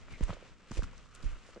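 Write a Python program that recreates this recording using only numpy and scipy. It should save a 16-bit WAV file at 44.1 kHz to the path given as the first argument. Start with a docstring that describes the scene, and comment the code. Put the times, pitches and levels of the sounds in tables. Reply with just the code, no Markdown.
"""Three thudding footsteps on a stony, grassy path, heard at a microphone in the walker's hand.
Each impact knocks loose stones, fractures grit and jolts the microphone, forcing air into its ports.
Between the steps, friction makes clothes and dry grass rustle, and a few stalks snap.
A light wind rumbles underneath."""
import sys
import numpy as np
from scipy import signal
from scipy.fft import rfft, irfft, next_fast_len
from scipy.io import wavfile
from scipy.ndimage import map_coordinates

SR = 44100
rng = np.random.default_rng(int(sys.argv[2]) if len(sys.argv) > 2 else 0)


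def waveform_to_disk(signal):
    """Save audio, clipped to [-1, 1], as 16-bit WAV at the path in sys.argv[1]."""
    frames = np.transpose(np.atleast_2d(signal))
    scaled = np.clip(frames, -1, 1) * 32767
    samples = np.round(scaled).astype(np.int16)
    wavfile.write(sys.argv[1], SR, samples)


N = 70560

# Envelopes of the continuous sources. Each row: time in seconds, relative level in dB.
WIND_ENVELOPE = [(0, -54.5), (.06, -58), (.13, -53.5), (.28, -67), (.34, -62), (.39, -63), (.5, -63),
                 (.57, -67.5), (.68, -69), (.76, -55.5), (.86, -47), (.93, -56.5), (1.0, -58.5),
                 (1.07, -59.5), (1.18, -60), (1.3, -54.5), (1.45, -64.5), (1.6, -64.5)]
CLOTH_ENVELOPE = [(0, -61.5), (.19, -58.5), (.34, -56), (.41, -59), (.5, -61), (.55, -69), (.62, -65),
                  (.69, -61), (.8, -59.5), (1.0, -61), (1.08, -68), (1.17, -62), (1.32, -58), (1.39, -61.5),
                  (1.49, -60), (1.6, -65)]
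GRASS_ENVELOPE = [(0, -63), (.08, -68), (.2, -60.5), (.34, -62), (.39, -67.5), (.48, -62.5), (.55, -70.5),
                  (.63, -71), (.74, -60), (.86, -63.5), (.9, -67), (.97, -62.5), (1.11, -67), (1.26, -68),
                  (1.41, -65), (1.54, -64.5), (1.6, -67.5)]
# Spectra of the noise sources. Each row: frequency in Hz, relative level in dB.
WIND_SPECTRUM = [(10, -19.5), (28, 3), (60, -11), (110, -14), (300, -25), (1000, -75)]
HUSH_SPECTRUM = [(30, 8), (110, -6), (180, 10), (300, -4.5), (600, -18), (1500, -14), (8000, -67)]
CLOTH_SPECTRUM = [(100, -5.5), (300, 0), (500, 4.5), (780, -2), (1300, 4), (1750, -0.5), (2300, 0),
                  (3000, -3), (4000, -13.5), (7000, -26), (12000, -77)]
GRASS_SPECTRUM = [(1000, -21), (3000, 0), (4500, -0.5), (7400, -3.5), (8600, -10), (9600, -17.5),
                  (10800, -61), (12500, -50)]
GRIT_SPECTRUM = [(100, 6), (350, 2.5), (750, -4.5), (1350, -2.5), (1800, -1.5), (2600, -1), (4000, -4.5),
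                 (7400, -5), (8800, -12), (11000, -22), (13000, -54)]
CLICK_SPECTRUM = [(150, -10), (700, -1), (1400, 0), (2500, -9), (6000, -19), (9000, -30), (12000, -55)]
SOIL_SPECTRUM = [(60, -39), (170, -1), (300, -13), (480, 10.5), (750, 7), (1300, -4.5), (2000, -8),
                 (8000, -18)]
# Rubs of sole and fabric, and at 0.839 s the lingering ring of a struck stone. Each row: centre in seconds,
# half-length in seconds, level in dB, pitch in Hz.
SCRAPES = [(0.137, 0.038, -57, 2210), (0.301, .016, -54, 1310), (0.306, 0.012, -54.5, 2680),
           (0.719, 0.0034, -53, 1350), (.775, 0.0081, -52, 2490), (0.839, 0.0061, -49, 1340),
           (1.199, 0.18, -65.5, 1275), (1.3, 0.041, -64, 2500), (1.324, .018, -62, 1390),
           (1.57, 0.015, -65.5, 1380)]
# Breaking stalks. Each row: start in seconds, nominal peak level in dB, pitch in Hz.
SNAPS = [(0.123, -47.5, 7800), (0.2385, -36, 7750), (0.2363, -36, 7950), (0.316, -36, 2700),
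         (0.3334, -34, 3270), (0.7156, -33, 5800), (0.781, -34.5, 6630), (0.979, -42, 6100),
         (1.15, -36.5, 7500), (1.228, -40, 4770), (1.301, -45, 2600), (1.5465, -46, 4820)]
# Grit under the sole. Each row: peak time in seconds, level in dB, rise and fall time constants in
# seconds, treble tilt in dB per octave.
CRUNCHES = [(0.123, -51, 0.024, 0.02, -3.5), (0.233, -48, 0.024, 0.026, -3.5),
            (0.286, -48, 0.0074, 0.042, -4.5), (0.338, -49, 0.0048, 0.0061, -3.5),
            (.475, -59, 0.049, 0.074, -6), (.713, -55, 0.0027, 0.016, -1), (0.744, -60, 0.027, 0.026, 3),
            (0.777, -43, 0.013, 0.0093, -2), (0.799, -67, 0.019, 0.033, 4),
            (.837, -45.5, 0.0056, 0.0071, -1.5), (0.986, -57.5, 0.017, 0.028, -10),
            (1.152, -57, 0.0053, 0.0089, 3), (1.228, -61, 0.0016, 0.0051, 4),
            (1.258, -58, 0.058, 0.046, -0.5), (1.306, -68.5, 0.011, 0.033, 3.5),
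            (1.47, -69, 0.039, 0.063, 5.5)]
# Contacts of sole and stones. Each row: start in seconds, level in dB, starting pitch in Hz,
# pitch drop in octaves per cycle, length in cycles, click level in dB relative to the knock.
KNOCKS = [(.084, -46.5, 1700, .5, 2.2, -7), (.2085, -28.5, 520, 1.6, 1.8, -11),
          (.2815, -45, 1400, .6, 2, -7), (.2932, -34, 1500, 1.3, 1.8, -14), (.295, -33, 280, 1.2, 1.5, -30),
          (.3042, -29, 1650, .7, 1.9, -16), (.305, -31, 210, 1.2, 1.4, -30),
          (.3295, -37.5, 1550, 1.1, 2, -12), (.368, -45, 1400, .8, 2.6, -14),
          (.4249, -46, 850, .7, 2.4, -13), (.7099, -34.5, 480, 1.4, 1.9, -22),
          (.7174, -35, 1650, .5, 2, -20), (.7187, -39, 360, .8, 1.8, -25), (.771, -40, 900, 1.2, 2.2, -9),
          (.792, -37, 1100, 1.4, 1.8, -10), (.8219, -36.5, 1450, .15, 2.5, -5),
          (.8243, -39.5, 380, .8, 2.3, -14), (.932, -53, 1400, .3, 4, 0), (1.059, -50, 1500, .2, 3, -8),
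          (1.236, -39, 340, 1.5, 1.8, -25), (1.2435, -48, 450, 1, 2, -15), (1.2565, -48, 420, 1, 2.2, -15),
          (1.489, -48.5, 900, .7, 2.2, -12), (1.561, -45, 1750, 1.1, 3.2, -10),
          (1.5678, -44.5, 1100, 1.2, 2.4, -13), (1.5746, -43, 900, .6, 2.9, -12)]
# Pushes of air into the ports. Each row: centre in seconds, level in dB, half-width in seconds.
JOLTS = [(0.138, -42.5, 0.004), (0.234, -17, 0.011), (0.303, -34, 0.013), (0.335, -43, 0.0081),
         (0.737, -34, 0.013), (0.791, -18, 0.0093), (0.843, -30.5, 0.011), (1.2627, -21, 0.013),
         (1.294, -35.5, 0.027), (1.331, -31, 0.015)]
# Likeness of the two channels. Each row: frequency in Hz, correlation from 0 to 1.
COHERENCE = [(100, 0.65), (1200, 0.87), (2500, .86), (4500, 0.65), (9000, 0.35)]
# Imbalance of the ports. Each row: frequency in Hz, left minus right level in dB.
PORT_BALANCE = [(100, 0), (500, -2), (1200, 0), (2300, 2.5), (4200, 0.5), (6000, -4.5), (8000, -0.5),
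                (12000, 1)]


def amp(db):
    """Amplitude ratio for a level in decibels."""
    return 10 ** (np.asarray(db) / 20)


def unit_rms(x):
    """Normalisation to an rms of 1."""
    return x / np.sqrt(np.mean(x ** 2) + 1e-20)


def along(points, hz):
    """Interpolation of (Hz, value) points on a logarithmic frequency axis."""
    freqs, values = np.transpose(points)
    return np.interp(np.log(hz + 1), np.log(freqs + 1), values)


def since(start):
    """Seconds elapsed since start, at every sample."""
    return np.arange(N) / SR - start


def level(rows):
    """Amplitude envelope through (seconds, dB) rows."""
    return amp(np.interp(since(0), *np.transpose(rows)))


def decay(t, t60):
    """Exponential damping: silence before t = 0, then a fall of 60 dB every t60 seconds."""
    return (t >= 0) * amp(-60 * np.abs(t) / t60)


def wobble(per_s):
    """Smooth random modulation: a spline through per_s Gaussian values a second."""
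    return map_coordinates(rng.standard_normal(1024), [np.arange(N) * per_s / SR], mode="wrap")


def filtered(x, response):
    """Linear filtering: the spectrum of x times a frequency response."""
    size = next_fast_len(N + SR // 2)
    return irfft(rfft(x, size) * response(np.fft.rfftfreq(size, 1 / SR)), size)[..., :N]


def stereo(pair, colour_db):
    """Partial coherence: two uncorrelated signals are coloured and mixed to left and right, at rms 1."""
    angle = lambda hz: np.arccos(np.clip(along(COHERENCE, hz), -1, 1)) / 2
    mid, side = filtered(pair, lambda hz: amp(colour_db(hz)) * [np.cos(angle(hz)), np.sin(angle(hz))])
    return unit_rms(np.array([mid + side, mid - side]))


def noise(spectrum):
    """Gaussian stereo noise with the given spectrum."""
    return stereo(rng.standard_normal((2, N)), lambda hz: along(spectrum, hz))


def burst(envelope, colour_db):
    """Source and filter: noise follows the envelope, then is coloured, keeping the envelope's rms."""
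    return np.sqrt(np.mean(envelope ** 2)) * stereo(envelope * rng.standard_normal((2, N)), colour_db)


def grains(per_s, spread_db):
    """Shot noise: tiny fractures at random times, a few much stronger than the rest."""
    sizes = amp(spread_db * np.minimum(rng.exponential(size=N), 5))
    return (rng.random(N) < per_s / SR) * sizes * rng.standard_normal((2, N))


def wind():
    """Pressure fluctuation: a draught rumbles at each port independently, over a low outdoor hush."""
    draught = unit_rms(filtered(rng.standard_normal((2, N)), lambda hz: amp(along(WIND_SPECTRUM, hz))))
    hush = amp(-69 + 0.98 * wobble(per_s=12)) * noise(HUSH_SPECTRUM)
    return amp(5) * level(WIND_ENVELOPE) * draught + hush


def rustle():
    """Friction noise: cloth rubs in the middle range while dry grass crackles above it."""
    cloth = noise(CLOTH_SPECTRUM) * amp(-0.5 + 1.45 * wobble(per_s=69.73))
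    crackle = stereo(grains(per_s=7000, spread_db=2.5), lambda hz: along(GRASS_SPECTRUM, hz))
    grass = crackle * amp(-3.5 + 0.63 * wobble(per_s=89))
    return cloth * level(CLOTH_ENVELOPE) + grass * level(GRASS_ENVELOPE)


def scrapes(width_oct=0.23):
    """Resonance: each short, uneven rub of sole or fabric excites one narrow band; one row is instead the brief
    ring of a struck stone."""
    out = np.zeros((2, N))
    for centre, half_length, db, pitch in SCRAPES:
        stroke = np.exp(-(since(centre) / half_length) ** 2) * amp(db + wobble(per_s=140))
        band = lambda hz: -20 * np.log10(1 + (np.log2((hz + 1) / pitch) / width_oct) ** 2)
        out += burst(stroke, band)
    return out


def snaps(width_oct=0.28, crest_db=12):
    """Brittle fracture: each dry stalk breaks with a short, bright tick around its own pitch."""
    out = np.zeros((2, N))
    for start, db, pitch in SNAPS:
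        band = lambda hz: -10 * np.log10(1 + (np.log2((hz + 1) / pitch) / width_oct) ** 6)
        out += burst(amp(db - crest_db) * decay(since(start), t60=0.012), band)
    return out


def crunches():
    """Granular fracture: grit breaks in dense grains that swell and fade as the weight rolls over it."""
    out = np.zeros((2, N))
    grit = grains(per_s=4000, spread_db=2)
    for peak_time, db, rise, fall, tilt_db in CRUNCHES:
        t = since(peak_time)
        weight = np.exp(np.minimum(t / rise, -t / fall))
        colour_db = lambda hz: along(GRIT_SPECTRUM, hz) + tilt_db * np.log2(1 + hz / 500)
        out += amp(db) * weight * stereo(grit, colour_db)
    return out


def knocks(rattle_db=-14):
    """Impact: a click and a brief vibration that slows as the stone beds in; the soil rattles after."""
    tone, clicks = np.zeros(N), np.zeros(N)
    for start, db, start_hz, drop_oct, length, click_db in KNOCKS:
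        t = since(start)
        slowing = drop_oct * np.log(2)
        cycles = np.log1p(slowing * start_hz * np.maximum(t, 0)) / slowing
        swell = np.abs(np.sin(np.pi * np.minimum(cycles / length, 1))) ** 0.9
        tone += amp(db) * swell * np.sin(2 * np.pi * cycles)
        clicks += amp(db + click_db) * decay(t, t60=0.008)
    direct = tone + burst(clicks, lambda hz: along(CLICK_SPECTRUM, hz))
    soil_response = noise(SOIL_SPECTRUM) * decay(since(0), t60=0.06)
    rattle = signal.fftconvolve(direct, soil_response, axes=1)[:, :N]
    return direct + amp(rattle_db) * direct.std() * unit_rms(rattle)


def jolts(sway_hz=28.6, sway_db=-6.5, left_db=-6, left_lead_rad=1.4):
    """Damped oscillation: each jolt pushes air into the ports, then the microphone sways briefly."""
    pressure = np.zeros(N, complex)  # analytic signal, so a complex factor shifts its phase
    for centre, db, half_width in JOLTS:
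        t = since(centre)
        push = -1 / (1 - 1j * t / half_width) ** 3
        sway = signal.hilbert(decay(t, t60=0.22) * np.sin(2 * np.pi * sway_hz * t))
        pressure += amp(db) * (push + amp(sway_db) * sway)
    left = amp(left_db) * np.exp(1j * left_lead_rad) * pressure
    return np.real([left, pressure])


def scene():
    """Superposition: the sounds of the steps add to the rustle and the wind."""
    return jolts() + knocks() + crunches() + snaps() + scrapes() + rustle() + wind()


def record(dry, left_lag_s=15e-6, top_hz=12600):
    """Level and time differences: the two ports differ slightly in colour and delay, then are low-passed."""
    sides = np.array([[0.5], [-0.5]])
    balance = lambda hz: amp(sides * along(PORT_BALANCE, hz))
    delay = lambda hz: np.exp(-2j * np.pi * hz * sides * left_lag_s)
    ports = filtered(dry, lambda hz: balance(hz) * delay(hz))
    return filtered(ports, lambda hz: hz < top_hz)


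dry = scene()
out = record(dry)
waveform_to_disk(out)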